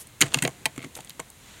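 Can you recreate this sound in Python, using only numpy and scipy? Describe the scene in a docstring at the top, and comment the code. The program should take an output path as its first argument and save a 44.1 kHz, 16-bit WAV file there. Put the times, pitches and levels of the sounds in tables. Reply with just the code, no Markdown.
"""A faint scrape and a little grit over a quiet outdoor hiss, then ice breaking close by:
a hand prises a sheet of glaze ice off a car's body.
The sheet snaps in quick runs of tiny fractures that knock the slab, ring the sheet and set shards off.
The metal panel below thumps as the load lets go: a short low push, then a damped ring.
Grit, scrapes, a sleeve's rustle and the outdoor air are noise, each with its own colour and loudness."""
import sys
import numpy as np
from scipy import signal
from scipy.fft import rfft, irfft, next_fast_len
from scipy.io import wavfile

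SR = 44100
rng = np.random.default_rng(int(sys.argv[2]) if len(sys.argv) > 2 else 0)


def persist_wave(psi):
    """Save psi, clipped to +-1, as 16-bit WAV."""
    counts = np.round(np.clip(psi, -1, 1) * 32767).astype(np.int16)
    wavfile.write(sys.argv[1], SR, np.atleast_2d(counts).T)


N = 70560  # length in samples

GRAIN_SCATTER_DB = 3.5  # uneven strength of single grains, in grit and scrapes


def amp(db):
    """Turn decibels into a gain."""
    return 10 ** (np.asarray(db) / 20)


def unit(x):
    """Scale a sound to an rms of 1."""
    return x / np.sqrt(np.mean(x ** 2) + 1e-20)


def along(points, hz):
    """Read a curve of (Hz, value) points at any frequency, on a log axis."""
    point_hz, values = np.transpose(points)
    return np.interp(np.log(hz + 1), np.log(point_hz + 1), values)


def level(rows):
    """Gain for every sample from (s, dB) points; the end values hold outside them."""
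    return amp(np.interp(np.arange(N) / SR, *np.transpose(rows)))


def filtered(x, response):
    """Multiply the spectrum of x by a response that depends on frequency."""
    size = next_fast_len(2 * len(x))  # room for the filter's tail
    spectrum = rfft(x, size) * response(np.fft.rfftfreq(size, 1 / SR))
    return irfft(spectrum, size)[:len(x)]


def coloured(x, colour):
    """Shape noise with a curve of (Hz, dB) points, at an rms of 1."""
    return unit(filtered(x, lambda hz: amp(along(colour, hz))))


def resonance(f, hz, width):
    """One thing that rings at hz: the narrower its width, the longer it rings."""
    return 1j * f * width / (hz * hz - f * f + 1j * f * width)


def add(track, s, sound):
    """Mix a sound into the track at s seconds."""
    i = max(round(s * SR), 0)
    track[i:i + len(sound)] += sound[:len(track) - i]


def cracks():
    """Every fracture knocks the whole slab, rings the ice sheet and sets small shards off."""
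    # Each row: start in seconds, time the fracture runs in seconds, knock level in dB, knock pitch in Hz,
    # ring level in dB, ring pitch in Hz, splinter level in dB, splinter pitch in Hz.
    crack_rows = [(0.07, 0.0035, -73, 950, -56, 4390, -45, 8750),
                  (0.2068, 0.0037, -32, 1460, -26, 2072, -20.5, 7200),
                  (0.2128, 0.0028, -26, 1410, -12.5, 2200, -11.5, 6830),
                  (0.2201, 0.0027, -20.5, 1330, -11, 3088, -16, 6700),
                  (0.229, 0.006, -30.5, 1230, -26.5, 1810, -32.5, 6550),
                  (0.257, 0.0054, -45, 1460, -41, 1830, -44, 9100),
                  (0.2628, 0.0043, -43, 1170, -37.5, 1840, -41.5, 7480),
                  (0.319, 0.006, -44, 1010, -39.5, 3140, -64, 6980),
                  (0.338, 0.006, -30, 880, -29, 2930, -29.5, 9100),
                  (0.3428, 0.0017, -24.5, 1200, -14, 2780, -18, 6350),
                  (0.372, 0.0005, -36, 1040, -39, 2870, -38, 9000),
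                  (0.386, 0.0031, -43, 1160, -25.5, 2760, -34, 6700),
                  (0.4217, 0.0059, -30, 1480, -21.5, 2080, -20.5, 7300),
                  (0.433, 0.011, -35, 710, -30, 1990, -29, 9400),
                  (0.4498, 0.00098, -24.5, 690, -20.5, 2330, -31.5, 7100),
                  (0.461, 0.0033, -32, 687, -44, 2240, -46, 8760),
                  (0.4749, 0.0029, -29, 734, -28.5, 2068, -28.5, 6700),
                  (0.4905, 0.0034, -42, 815, -58, 1980, -47, 7030),
                  (0.6555, 0.00088, -28, 786, -17, 2370, -24, 8860),
                  (0.6598, 0.0016, -26, 853, -25.5, 2763, -25, 8000),
                  (0.7604, 0.0023, -51, 603, -47, 2050, -47, 7750),
                  (0.778, 0.00043, -40.5, 1270, -38.5, 2270, -39, 7400),
                  (0.791, 0.003, -51, 1370, -41, 2080, -62, 6920),
                  (0.8038, 0.00067, -50, 650, -44, 2120, -69, 8900),
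                  (0.8175, 0.001, -53, 1370, -43, 2140, -65, 8810),
                  (0.8252, 0.0046, -53, 1440, -39, 2235, -48, 8740),
                  (0.8396, 0.0016, -44, 1280, -47.5, 2180, -64, 8610),
                  (0.8448, 0.00097, -43.5, 960, -38, 2170, -43.5, 6770),
                  (0.9512, 0.0046, -58.5, 597, -40.5, 3510, -36, 7220),
                  (0.964, 0.0061, -41.5, 900, -54, 2610, -42, 9300),
                  (0.9732, 0.002, -48, 880, -46.5, 2320, -50, 8500),
                  (0.9874, 0.0017, -36.5, 850, -48, 3100, -58, 6830),
                  (1.0036, 0.0046, -64, 690, -44, 3040, -41.5, 7200),
                  (1.0474, 0.00041, -72, 750, -52.5, 2040, -42.5, 8700),
                  (1.073, 0.00073, -78, 990, -48, 3190, -54, 6330),
                  (1.095, 0.0018, -60, 1060, -41.5, 3600, -38, 11000),
                  (1.1044, 0.0004, -74, 1080, -41, 3040, -44.5, 6900),
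                  (1.1942, 0.0026, -33.5, 1026, -43, 3230, -43, 7020),
                  (1.1992, 0.00084, -35.5, 950, -34.5, 2220, -31, 7460),
                  (1.3008, 0.003, -61, 800, -66, 2360, -43, 8900)]
    # What rings: the slab knocking on the panel, the ice sheet, the small shards.
    # Each row: pitch in Hz, width in Hz, strength in dB per Hz of width, relative to the other rows.
    slab_modes = [(450, 230, 0.5), (667, 120, 2), (836, 193, -3), (1068, 80, 0), (1440, 520, -5)]
    sheet_modes = [(1658, 230, -7), (1963, 132, 2), (2160, 110, 2), (2530, 240, -1), (2792, 165, 0.5),
                   (3025, 140, -1), (3264, 240, 0), (3730, 300, -1), (4240, 320, 0.5), (4620, 175, 2.5),
                   (5600, 740, -5.5)]
    shard_modes = [(5770, 130, -7.5), (6180, 120, 1.5), (6810, 380, 2), (7620, 400, 1.5), (8900, 540, 2.5),
                   (9900, 720, -0.5), (11150, 1300, -5.5), (13200, 630, -1.5), (15100, 1200, -7)]
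    knock_octaves, ring_octaves, splinter_octaves = 0.86, 0.68, 0.65  # spread about each pitch
    out = np.zeros(N)
    for s, run_s, knock_db, knock_hz, ring_db, ring_hz, splinter_db, splinter_hz in crack_rows:
        force = fracture(run_s, max(knock_db, ring_db))
        knock = amp(knock_db) * struck(force, slab_modes, knock_hz, knock_octaves)
        ring = amp(ring_db) * struck(force, sheet_modes, ring_hz, ring_octaves)
        splinter = amp(splinter_db) * struck(force, shard_modes, splinter_hz, splinter_octaves)
        add(out, s, knock + ring + splinter)
    return bent(out)


def fracture(run_s, size_db):
    """A burst of tiny uneven fractures grows, runs out and leaves crumbs; small cracks break more cleanly."""
    rise_share = 0.2  # part of the run spent growing
    spiky_db = 1.5  # scatter of the tiny fractures
    crumble_db, crumble_s = -10.5, 0.03  # crumbs of a big crack, and the time they take to fall 60 dB
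    big_crack_db, cleaner_per_db = -31, 1  # below this size, each dB smaller makes the crumbs weaker
    t = np.arange(SR // 12) / SR
    u = t / max(run_s, 1e-4)  # time counted in runs
    crumb_db = crumble_db + cleaner_per_db * min(size_db - big_crack_db, 0)
    crumbs = amp(crumb_db - 60 * t / crumble_s)
    burst = np.minimum(u / rise_share, 1) * (np.exp(-u ** 2) + crumbs)
    push_or_pull = np.sign(rng.standard_normal(len(t)))
    return burst * push_or_pull * amp(spiky_db * rng.standard_normal(len(t)))


def struck(force, modes, pitch_hz, octaves):
    """A force rings the shared modes near a pitch, and the breaking piece at that pitch itself."""
    piece_db, piece_q = -4, 14  # the piece: level against the shared modes, sharpness
    f = np.fft.rfftfreq(2 * len(force), 1 / SR) + 1
    drive = rfft(force, 2 * len(force))
    hz, width, db = np.transpose(modes)[:, :, None]
    rings = drive * resonance(f, hz, width)
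    rings *= amp(db) * np.sqrt(np.abs(width)) / np.linalg.norm(rings, axis=1, keepdims=True)
    near = np.exp(-.5 * (np.log2(f / pitch_hz) / octaves) ** 2)
    # every second mode swings the other way
    shared = unit(irfft(near * (rings[::2].sum(0) - rings[1::2].sum(0))))
    piece = unit(irfft(drive * resonance(f, pitch_hz, pitch_hz / piece_q)))
    # give the piece the sign that adds to the shared modes
    both = shared + np.copysign(amp(piece_db), shared @ piece) * piece
    both = both[:len(force)]
    return both * np.sqrt(.004 * SR / np.sum(both ** 2))  # the energy of 4 ms at rms 1


def bent(x):
    """Waves in the thin sheet travel slower the lower they are, so each snap chirps down."""
    lag_s = 0.000556  # the delay is lag_s * (sqrt(1000 / f) - 1/4): none at 16 kHz
    return filtered(x, lambda f: np.exp(-2j * np.pi * lag_s * (2 * np.sqrt(1000 * f) - f / 4)))


def panel():
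    """The metal panel springs back: a short low push, then its damped modes ring."""
    # Each row: start in seconds, level of the push in dB, pitch in Hz.
    thump_rows = [(0.2131, -21.5, 236), (0.2239, -17.5, 313), (0.2326, -25, 194), (0.256, -46, 320),
                  (.345, -32, 413), (0.3593, -26.5, 237), (0.3655, -30, 138), (0.4227, -24.5, 157),
                  (0.4346, -23.5, 257), (0.4457, -21.5, 257), (0.4519, -21, 355), (0.4768, -27, 320),
                  (0.491, -47, 267), (0.567, -47, 350), (.609, -47, 332), (0.6594, -30.5, 315),
                  (.7785, -26, 270), (0.8175, -44, 263), (0.8442, -32, 259), (0.8632, -34.5, 278),
                  (.965, -43, 350), (.99, -44, 254), (1.1953, -33.5, 345)]
    # The panel's own modes. Each row: pitch in Hz, relative level in dB, time to fall 60 dB in seconds.
    panel_modes = [(143, -3.5, 0.12), (162, 8, 0.069), (250, -3, 0.04), (299, -7, 0.033), (371, -8, 0.047),
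                   (459, -7, .1), (693, -11, 0.35)]
    push_cycles, ring_db = 2.48, -9  # length of the push in cycles; gain of the ring beside it
    near_octaves = 1  # a thump rings the modes near its own pitch
    mode_scatter_db, mode_detune = 2, 0.02  # random differences from thump to thump
    out = np.zeros(N)
    t = np.arange(SR // 5) / SR
    for s, db, hz in thump_rows:
        u = np.minimum(hz * t / push_cycles, 1)  # 0 to 1 over the push
        push = np.sin(2 * np.pi * hz * t) * np.sin(np.pi * np.sqrt(u)) ** 2
        ring = np.zeros(len(t))
        for f, mode_db, t60 in panel_modes:
            decay = amp(mode_db + mode_scatter_db * rng.standard_normal() - 60 * t / t60)
            near = np.exp(-.5 * (np.log2(f / hz) / near_octaves) ** 2)
            mode_hz = f * (1 + rng.normal(0, mode_detune))
            ring += decay * near * np.sin(2 * np.pi * mode_hz * t)
        add(out, s, amp(db) * (push + amp(ring_db) * u * ring))
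    return out


def echo(x):
    """A short diffuse answer from the car and the ground: noise that dies away, about 3 ms late."""
    # How long the echo lasts. Each row: frequency in Hz, time to fall 60 dB in seconds.
    echo_t60 = [(150, 0.12), (800, 0.12), (3000, 0.11), (10000, 0.11)]
    # Tone of the echo. Each row: frequency in Hz, gain in dB.
    echo_colour = [(100, 7), (800, 1.5), (2500, -8), (7000, -11.5), (15000, -2.5)]
    hz, t, cells = signal.stft(rng.standard_normal(SR // 3), SR, nperseg=256)
    fade = amp(-60 * t / along(echo_t60, hz)[:, None])
    tail = signal.istft(cells * fade, SR, nperseg=256)[1]
    late_tail = np.pad(tail, (SR // 300, 0)) / np.linalg.norm(tail)
    wet = signal.fftconvolve(x, late_tail)[:N]
    return filtered(wet, lambda f: amp(along(echo_colour, f)))


def grit():
    """Dense tiny random ticks where the loosened ice rubs."""
    # Loudness of the grit. 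Each row: time in seconds, level in dB.
    grit_level = [(0, -54), (.07, -64.5), (.16, -74.5), (.24, -36), (.3, -47.5), (.37, -36), (.41, -46.5),
                  (.5, -49), (.56, -55.5), (.61, -55.5), (.8, -59), (.84, -45), (.9, -68), (.97, -45.5),
                  (1.03, -55.5), (1.3, -66.5), (1.6, -70)]
    # Tone of the grit. Each row: frequency in Hz, relative level in dB.
    grit_colour = [(300, 7), (1000, -2.5), (2800, -1.5), (5200, -10), (6800, -3), (9000, -7),
                   (12000, -23.5), (16000, -23)]
    ticks_per_s = 4400
    ticks = (rng.random(N) < ticks_per_s / SR) * rng.standard_normal(N)
    ticks = ticks * amp(GRAIN_SCATTER_DB * rng.standard_normal(N))
    return level(grit_level) * coloured(ticks, grit_colour)


def scrapes():
    """The edge of the sheet scrapes: short bright swishes of grainy noise that swell and fade."""
    # Each row: middle in seconds, time from there to fade to about a third in seconds, level in dB.
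    scrape_rows = [(.01, 0.021, -41.5), (0.97, 0.012, -45.5)]
    # Tone of ice on ice. Each row: frequency in Hz, relative level in dB.
    scrape_colour = [(1000, -16), (4000, -10.5), (6000, -6.5), (7000, -4.5), (9200, 3), (12000, -1.5),
                     (15500, -18)]
    t = np.arange(N) / SR
    stroke = sum(amp(db) * np.exp(-((t - s) / length) ** 2) for s, length, db in scrape_rows)
    grains = rng.standard_normal(N) * amp(GRAIN_SCATTER_DB * rng.standard_normal(N))
    return stroke * coloured(grains, scrape_colour)


def sleeve():
    """Soft noise of a knitted sleeve, faint throughout and a little louder near the end."""
    # Loudness of the rustle. Each row: time in seconds, level in dB.
    sleeve_level = [(1.38, -56.5), (1.49, -50), (1.6, -50.5)]
    # Tone of the rustle. Each row: frequency in Hz, relative level in dB.
    sleeve_colour = [(200, 1), (900, 0.5), (2100, 3.5), (4000, 2), (5200, -5.5), (7000, 1.5), (10000, -11),
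                     (15000, -20)]
    return level(sleeve_level) * coloured(rng.standard_normal(N), sleeve_colour)


def air():
    """Steady outdoor rumble and hiss: coloured noise."""
    # Tone of the outdoors. Each row: frequency in Hz, relative level in dB per Hz.
    air_colour = [(15, -30), (25, 5.5), (141, 7.5), (236, 0), (363, -4), (734, -10.5), (988, -7.5),
                  (1740, -21), (2050, -6.5), (2550, -29), (3920, -40.5), (6210, -17.5), (9070, -11.5),
                  (12900, -16.5), (16000, -21.5)]
    air_db = -53.5
    return amp(air_db) * coloured(rng.standard_normal(N), air_colour)


def scene():
    """The breaking ice with its echo, over the quiet sounds."""
    echo_db = -12.5
    ice = cracks() + panel()
    quiet = grit() + scrapes() + sleeve() + air()
    return (ice + amp(echo_db) * echo(ice) + quiet)[None]


def record(dry):
    """The recorder thins the deep bass, rounds off the loudest peaks and keeps nothing above its band limit."""
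    low_cut_hz, top_hz = 41, 15900
    clip_level = 0.68  # the rounded peaks stay below this
    low_cut = signal.butter(2, low_cut_hz, "high", fs=SR, output="sos")
    x = signal.sosfilt(low_cut, dry[0])
    x = x / (1 + np.abs(x / clip_level) ** 4) ** (1 / 4)
    return filtered(x, lambda hz: hz < top_hz)[None]


dry = scene()
out = record(dry)
persist_wave(out)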